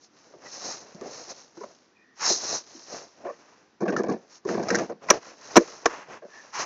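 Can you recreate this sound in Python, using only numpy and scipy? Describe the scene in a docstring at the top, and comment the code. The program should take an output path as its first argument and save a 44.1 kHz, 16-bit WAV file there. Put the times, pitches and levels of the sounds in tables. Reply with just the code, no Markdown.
"""Clearing a snow blower by hand

Outdoors, very close to a switched-off snow blower packed with wet snow. Jacket, sleeves and gloves
rub and swish right by the microphone, with a few thin squeaks and ticking ice crumbs. Snow gives way
under hand or boot in dull crunches. Near the end hard parts clack together and overload the
microphone, which picks up little treble."""
import sys
import numpy as np
from scipy import signal
from scipy.fft import rfft, irfft, next_fast_len
from scipy.io import wavfile
from scipy.ndimage import uniform_filter1d

SR = 44100
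rng = np.random.default_rng(int(sys.argv[2]) if len(sys.argv) > 2 else 0)


def master_out(mix):
    """Clip the mix to full scale and print it as 16-bit PCM to the path in sys.argv[1]."""
    frames = np.transpose(np.atleast_2d(mix))
    ceiling = np.clip(frames, -1, 1)
    pcm = np.round(ceiling * 32767).astype(np.int16)
    wavfile.write(sys.argv[1], SR, pcm)


N = 293265

# Noise colours. Each row: frequency in Hz, relative spectral level in dB.
AIR_SPECTRUM = [(30, -31), (100, -11), (300, 2.5), (600, -8.5), (1500, -9), (3300, -19), (6000, -16.5),
                (8000, -37.5)]   # still outdoor air
TICK_SPECTRUM = [(300, -24), (1000, -10.5), (2500, -4.5), (3400, -2.5), (4500, 2), (6000, -2.5),
                 (7000, -10), (8000, -39.5)]   # ice crumbs on the glove
RUSTLE_SPECTRUM = [(25, -27), (70, -20), (120, -9.5), (220, -5), (500, 3), (700, 1.5), (900, -9),
                   (1400, -45)]   # rubbing, low band
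RASP_SPECTRUM = [(500, -29.5), (800, -3), (1080, -1.5), (1400, -5), (1850, -6), (2200, -10), (2700, -11),
                 (3300, -20.5), (4500, -28.5)]   # rubbing, middle band
HISS_SPECTRUM = [(2000, -40), (3300, -27), (3800, -13.5), (4100, -6.5), (4700, -7.5), (5400, -0.5),
                 (5900, -0.5), (6400, -0.5), (7000, -12), (7600, -23), (8200, -44.5)]   # rubbing, high band; also icy grit
# Resonances. Each row: frequency in Hz, relative level in dB, time to fall 60 dB in seconds.
HOUSING_MODES = [(201, -1.5, 0.047), (276, -9.5, 0.079), (339.6, -8.5, 0.1), (394, -8, 0.068),
                 (465.7, -5, 0.058), (571, -2.5, 0.035), (694, 0, 0.021)]   # the low thud of the snow-packed housing
PANEL_MODES = [(994, -2.5, 0.028), (1128, -3.5, 0.024), (1236, -2, 0.0083), (1563, -4.5, .018),
               (1638, -4.5, 0.02), (1765, -3.5, 0.018), (1900, -4.5, 0.01), (2320, -5.5, 0.012),
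               (2740, -8, 0.0063)]   # the ring of its walls
CONTACT_MODES = [(3880, -12.5, 0.006), (4670, -11.5, 0.006), (5160, -5, 0.0088), (5860, -3.5, 0.021),
                 (6440, -6, 0.011)]   # the bright snap of hard parts
# Faint squeaks. Each row: loudest moment, rise and fall in seconds, pitch in Hz, level in dB.
THIN_SQUEAKS = [(0.465, 0.023, .03, 1920, -53), (1.975, 0.023, 0.091, 2450, -63.5),
                (2.044, 0.1, .3, 1844, -63.5), (6.384, 0.083, 0.073, 1755, -46)]
# Clothing rubs. Each row: fastest moment, rise and fall in seconds, rustle, rasp and hiss in dB.
RUBBING_STROKES = [(0.044, 0.057, 0.04, -68, -74, -57.5), (0.22, 0.13, 0.25, -65, -63, -61.5),
                   (0.37, 0.15, 0.17, -55.5, -69, -78), (0.465, 0.071, 0.049, -51, -52.5, -54),
                   (0.55, .09, 0.046, -51, -49.5, -41), (0.674, .12, 0.15, -43.5, -44, -35.5),
                   (0.941, 0.48, 0.067, -53, -58, -58.5), (1.059, 0.11, 0.14, -43, -52.5, -57.5),
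                   (1.139, 0.11, .26, -48.5, -51, -44.5), (1.312, 0.042, .025, -40.5, -46, -39),
                   (1.39, 0.073, 0.12, -59.5, -60, -53.5), (1.63, 0.16, 0.29, -60, -63, -59),
                   (2.252, 0.063, 0.082, -41, -30, -50), (2.292, 0.081, 0.1, -40.5, -40, -20.5),
                   (2.541, 0.21, 0.071, -37.5, -39.5, -29), (2.78, 0.22, 0.39, -59.5, -58.5, -50.5),
                   (2.955, 0.094, 0.11, -40.5, -46.5, -43), (3.259, 0.087, 0.075, -45.5, -58, -67),
                   (3.45, 0.57, 0.29, -60.5, -59, -64), (4.2, 0.093, 0.19, -58.5, -66, -68),
                   (4.355, 0.073, .045, -70, -58.5, -52.5), (4.51, 0.049, 0.087, -33, -41.5, -43.5),
                   (4.76, 0.19, .13, -29.5, -40.5, -44.5), (5.042, 0.035, 0.027, -44.5, -50, -58.5),
                   (5.145, 0.079, 0.051, -32.5, -37.5, -43.5), (5.292, 0.12, 0.062, -50, -47.5, -50.5),
                   (5.561, 0.21, 0.36, -47.5, -45.5, -45.5), (5.929, 0.11, 0.14, -44.5, -39.5, -50.5),
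                   (6.128, 0.063, 0.068, -43.5, -42, -55), (6.39, 0.18, 0.28, -59, -54.5, -57.5),
                   (6.557, 0.029, 0.12, -51.5, -33.5, -38), (6.613, .05, 0.056, -39, -33.5, -35)]
# The hand leans on packed snow. Each row: start and hold in seconds, level in dB.
HAND_SQUEEZES = [(3.821, 0.24, -32), (4.085, 0.032, -28.5), (4.466, 0.15, -32), (4.699, 0.12, -29.5),
                 (4.887, 0.035, -38.5)]
# Snow crunches. Each row: start and length in seconds, thud, ring and grit in dB, thud centre in Hz.
SNOW_CRUNCHES = [(0.335, 0.013, -48.5, -55.5, -80, 600), (0.947, 0.0056, -41, -65, -52, 226),
                 (1.012, 0.0085, -34, -46.5, -47.5, 428), (1.57, 0.0069, -40.5, -51, -54, 360),
                 (1.605, 0.025, -40, -46, -55.5, 460), (1.634, 0.011, -36.5, -39, -53, 450),
                 (2.3, 0.0081, -26.5, -58, -28, 480), (2.744, 0.041, -49, -64, -70, 273),
                 (3.249, 0.025, -32, -42.5, -71, 573), (3.267, 0.042, -35.5, -41, -75, 540),
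                 (3.805, 0.031, -31, -42, -52, 360), (3.819, 0.018, -23.5, -42, -66, 390),
                 (3.855, 0.012, -28.5, -38, -56, 484), (3.88, .016, -23, -31, -48, 284),
                 (3.899, 0.011, -25, -42, -46, 306), (3.924, 0.019, -26.5, -37.5, -52.5, 430),
                 (3.964, 0.0055, -25.5, -21.5, -37.5, 410), (3.984, 0.024, -22.5, -36, -45, 440),
                 (4.035, 0.014, -27, -37, -47, 520), (4.083, 0.025, -24, -37, -48.5, 400),
                 (4.118, 0.013, -31.5, -37, -50, 390), (4.45, 0.0081, -23.5, -42, -51, 420),
                 (4.488, 0.0078, -27.5, -31, -40.5, 390), (4.544, 0.0088, -25.5, -34.5, -46, 440),
                 (4.627, .012, -33, -39.5, -44, 299), (4.685, 0.0083, -28, -30, -31.5, 650),
                 (4.703, 0.0064, -50, -21, -28, 390), (4.746, 0.014, -28, -22, -27.5, 310),
                 (4.786, 0.014, -34, -31.5, -36, 490), (4.813, .012, -32, -46, -50.5, 350),
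                 (4.896, 0.018, -32.5, -41, -55, 610), (5.086, 0.016, -34, -27, -41, 620),
                 (5.603, 0.017, -27, -54, -61, 520), (6.219, 0.024, -42.5, -55, -82, 600),
                 (6.249, 0.0034, -37.5, -58, -72, 600)]
# Parts hit. Each row: start and length in seconds, thud, wall ring and snap in dB, thud centre in Hz.
HARD_CONTACTS = [(5.1017, .0055, -18.5, -11, -9.7, 620), (5.1068, .004, -11, -17, -21, 430),
                 (5.5573, .008, -17.5, -16, -22, 620), (5.5665, .007, -5, -10.5, -16, 450),
                 (5.5749, .004, -6.5, -16.5, -22, 340), (5.856, .002, -26, -24, -28, 700),
                 (5.8585, .003, -10.5, -16, -22, 680)]


def from_db(db):
    """Decibels to gain."""
    return 10 ** (np.asarray(db) / 20)


def rms_one(x):
    """Scale to rms 1."""
    return x / np.sqrt(np.mean(x ** 2) + 1e-20)


def colour(x, spectrum):
    """Filter by a smooth spectrum."""
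    hz, db = np.transpose(spectrum)
    size = next_fast_len(len(x) + SR // 10)
    bins = np.maximum(np.fft.rfftfreq(size, 1 / SR), 1)
    gain = from_db(np.interp(np.log(bins), np.log(hz), db))
    return irfft(rfft(x, size) * gain, size)[:len(x)]


def band(x, low_hz, high_hz):
    """Band-pass with gentle slopes."""
    return signal.sosfilt(signal.butter(2, [low_hz, high_hz], "band", fs=SR, output="sos"), x)


def drift(per_s):
    """A random wander of rms 1 that turns `per_s` times a second."""
    knots = rng.standard_normal(4096)
    return rms_one(np.interp(np.arange(N) / SR * per_s, np.arange(len(knots)), knots))


def grains(per_s, spread_db):
    """Random clicks of uneven size and sign."""
    sizes = from_db(spread_db * np.minimum(rng.exponential(1, N), 4)) * rng.choice([-1, 1], N)
    return sizes * (rng.random(N) < per_s / SR) + 1e-18


def swell(peak_s, rise_s, fall_s, edge_db=-18.5, roundness=1.864):
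    """Gain of a movement that speeds up and slows: 1 at its peak, edge_db one rise or fall away."""
    t = np.arange(N) / SR - peak_s
    away = np.minimum(np.abs(t) / np.where(t < 0, rise_s, fall_s), 3)
    return from_db(edge_db * away ** roundness)


def burst(length_s, tail_db, tail_s):
    """A quick run of tiny cracks, then a weaker trickle."""
    t = np.arange(SR // 4) / SR
    run = 1 / (1 + (t / length_s) ** 10)
    return rng.standard_normal(len(t)) * (run + from_db(tail_db) * np.exp(-t / tail_s))


def ring(clicks, modes, gains=1):
    """Clicks set decaying sines going; neighbouring modes swing in opposite directions."""
    out = 0
    for k, ((hz, db, t60), gain) in enumerate(zip(modes, gains * np.ones(len(modes)))):
        radius, angle = from_db(-60 / (t60 * SR)), 2 * np.pi * hz / SR
        mode = signal.lfilter([1, -1], [1, -2 * radius * np.cos(angle), radius * radius], clicks)
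        out = out + (-1) ** k * gain * from_db(db) * mode
    return out


def strike(clicks, modes, centre_hz, db_per_octave, chance_db):
    """Ring the modes; the place of contact favours those near one pitch."""
    octaves = np.abs(np.log2(np.array(modes)[:, 0] / centre_hz))
    gains = from_db(chance_db * rng.standard_normal(len(modes)) - db_per_octave * octaves)
    return ring(clicks, modes, gains)


def add(out, sound, start_s, length_s, db):
    """Mix in a sound so that its loudest stretch of length_s has the given level."""
    loudest = uniform_filter1d(sound ** 2, int(length_s * SR) + 1).max()
    start = int(start_s * SR)
    out[start:start + len(sound)] += (from_db(db) * sound / np.sqrt(loudest))[:N - start]


def still_air(level_db=-64):
    """Faint, steady outdoor air behind the machine."""
    return from_db(level_db) * rms_one(colour(rng.standard_normal(N), AIR_SPECTRUM))


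def squeaks(width_hz=130):
    """Narrow, unsteady tones swell and fade."""
    out = 0
    for peak_s, rise_s, fall_s, hz, db in THIN_SQUEAKS:
        tone = band(rng.standard_normal(N), hz - width_hz / 2, hz + width_hz / 2)
        out = out + from_db(db) * swell(peak_s, rise_s, fall_s) * rms_one(tone)
    return out


def crumbs(hiss_db):
    """Ice crumbs tick on the glove; they show in light rubbing and drown in the hiss of hard rubbing."""
    ticks = rms_one(colour(grains(170, spread_db=2), TICK_SPECTRUM))
    return from_db(np.minimum(hiss_db - 7, .5 * hiss_db - 34.5)) * ticks


def rubbing_levels():
    """Rustle, rasp and hiss in dB over time, summed over all strokes."""
    power = np.full((3, N), 1e-12)
    for peak_s, rise_s, fall_s, *levels_db in RUBBING_STROKES:
        power += np.outer(from_db(levels_db) ** 2, swell(peak_s, rise_s, fall_s) ** 2)
    return 10 * np.log10(power)


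def swishes(rustle_db, rasp_db, hiss_db):
    """Jacket, sleeves and gloves rub and swish right by the microphone: a dense stream of tiny slips."""
    grip_db = 1.1 * drift(70)   # the grip wavers, in all bands together
    rustle_gain = from_db(rustle_db + grip_db + 1.5 * drift(45))
    rustle = rms_one(colour(grains(700, spread_db=-2), RUSTLE_SPECTRUM))
    rasp_gain = from_db(rasp_db + grip_db + 0.57 * drift(60))
    rasp = rms_one(colour(grains(3000, spread_db=1.5), RASP_SPECTRUM))
    hiss_gain = from_db(hiss_db + 1.1 * grip_db)
    hiss = rms_one(colour(grains(14000, spread_db=4), HISS_SPECTRUM))
    return rustle_gain * rustle + rasp_gain * rasp + hiss_gain * hiss


def hand_pressure(attack_s=.012, release_db_per_s=331.5, surge_db=2.5):
    """Gain of the squeezes: each sets in quickly, holds and lets go."""
    t, out = np.arange(N) / SR, 0
    for start_s, hold_s, db in HAND_SQUEEZES:
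        attack = np.clip((t - start_s) / attack_s, 0, 1)
        released_s = np.maximum(t - start_s - hold_s, 0)
        out = out + attack * from_db(db - release_db_per_s * released_s)
    return out * from_db(surge_db * drift(40))   # the snow yields unevenly


def packing_snow():
    """Pressed snow sticks and slips; the clumped fractures drum on the housing."""
    slips = grains(600, spread_db=1.5) * from_db(2.7 * drift(110))
    thud = rms_one(band(ring(slips, HOUSING_MODES), low_hz=109, high_hz=830))
    wall = rms_one(band(ring(slips, PANEL_MODES), low_hz=700, high_hz=2200))
    ticks = rms_one(colour(slips, TICK_SPECTRUM))
    body = thud + from_db(-16) * wall + from_db(-28.5) * ticks
    steady = body / np.sqrt(uniform_filter1d(body ** 2, SR // 30) + 1e-9)
    return hand_pressure() * steady   # the hand's force sets the loudness


def crunches():
    """Snow crunches under hand or boot: a short burst with a dull thud, ring and grit."""
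    out = np.zeros(N)
    for start_s, length_s, thud_db, ring_db, grit_db, thud_hz in SNOW_CRUNCHES:
        ring_hz = 1200 * 2 ** ((ring_db + 37) / 46.5)   # harder blows ring higher
        cracks = burst(length_s, tail_db=-4, tail_s=0.02)
        cracks[0] += 12   # the first crack is the sharpest
        thud = strike(cracks, HOUSING_MODES, thud_hz, db_per_octave=13, chance_db=4.5)
        ringing = strike(cracks, PANEL_MODES, ring_hz, db_per_octave=12.5, chance_db=5.5)
        icy = rng.random(len(cracks)) < .06   # a few fractures are icy and bright
        grit = colour(cracks * icy, HISS_SPECTRUM)
        add(out, band(thud, low_hz=129, high_hz=895), start_s, length_s, thud_db)
        add(out, band(ringing, low_hz=607, high_hz=2.37 * ring_hz), start_s, length_s, ring_db)
        add(out, grit, start_s, length_s, grit_db)
    return out


def clacks():
    """Hard parts chatter together for a few milliseconds, with a faint, deep thump underneath."""
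    out = np.zeros(N)
    for start_s, length_s, thud_db, wall_db, snap_db, thud_hz in HARD_CONTACTS:
        chatter = burst(length_s, tail_db=-8, tail_s=0.0085)
        blow = chatter.copy()
        blow[0] += 70   # the first impact sets the housing booming
        thud = strike(blow, HOUSING_MODES, thud_hz, db_per_octave=12, chance_db=5)
        wall = strike(chatter, PANEL_MODES, centre_hz=1200, db_per_octave=5.5, chance_db=0.5)
        low_thump = band(blow, low_hz=15, high_hz=85)
        snap = ring(chatter, CONTACT_MODES)
        bare_crack = band(chatter, low_hz=2240, high_hz=5400)
        add(out, thud, start_s, length_s, thud_db)
        add(out, low_thump, start_s, length_s, thud_db - 34.5)
        add(out, wall, start_s, length_s, wall_db)
        add(out, snap, start_s, length_s, snap_db)
        add(out, bare_crack, start_s, length_s, snap_db - 9.5)
    return out


def scene():
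    """Close up at the housing, in mono; the snow all round soaks up every echo."""
    air = still_air()
    rustle_db, rasp_db, hiss_db = rubbing_levels()
    clothing = swishes(rustle_db, rasp_db, hiss_db) + crumbs(hiss_db)
    return (air + clothing + packing_snow() + crunches() + clacks() + squeaks())[None]


def record(dry, microphone_top_hz=7320, cutoff_hz=16000):
    """The microphone passes little treble; the clacks clip and splash above its range, up to a cutoff."""
    narrow = signal.sosfilt(signal.cheby1(10, .3, microphone_top_hz, fs=SR, output="sos"), dry)
    clipped = np.clip(narrow, -1, 1)
    return signal.sosfilt(signal.ellip(10, .1, 80, cutoff_hz, fs=SR, output="sos"), clipped)


dry = scene()
out = record(dry)
master_out(out)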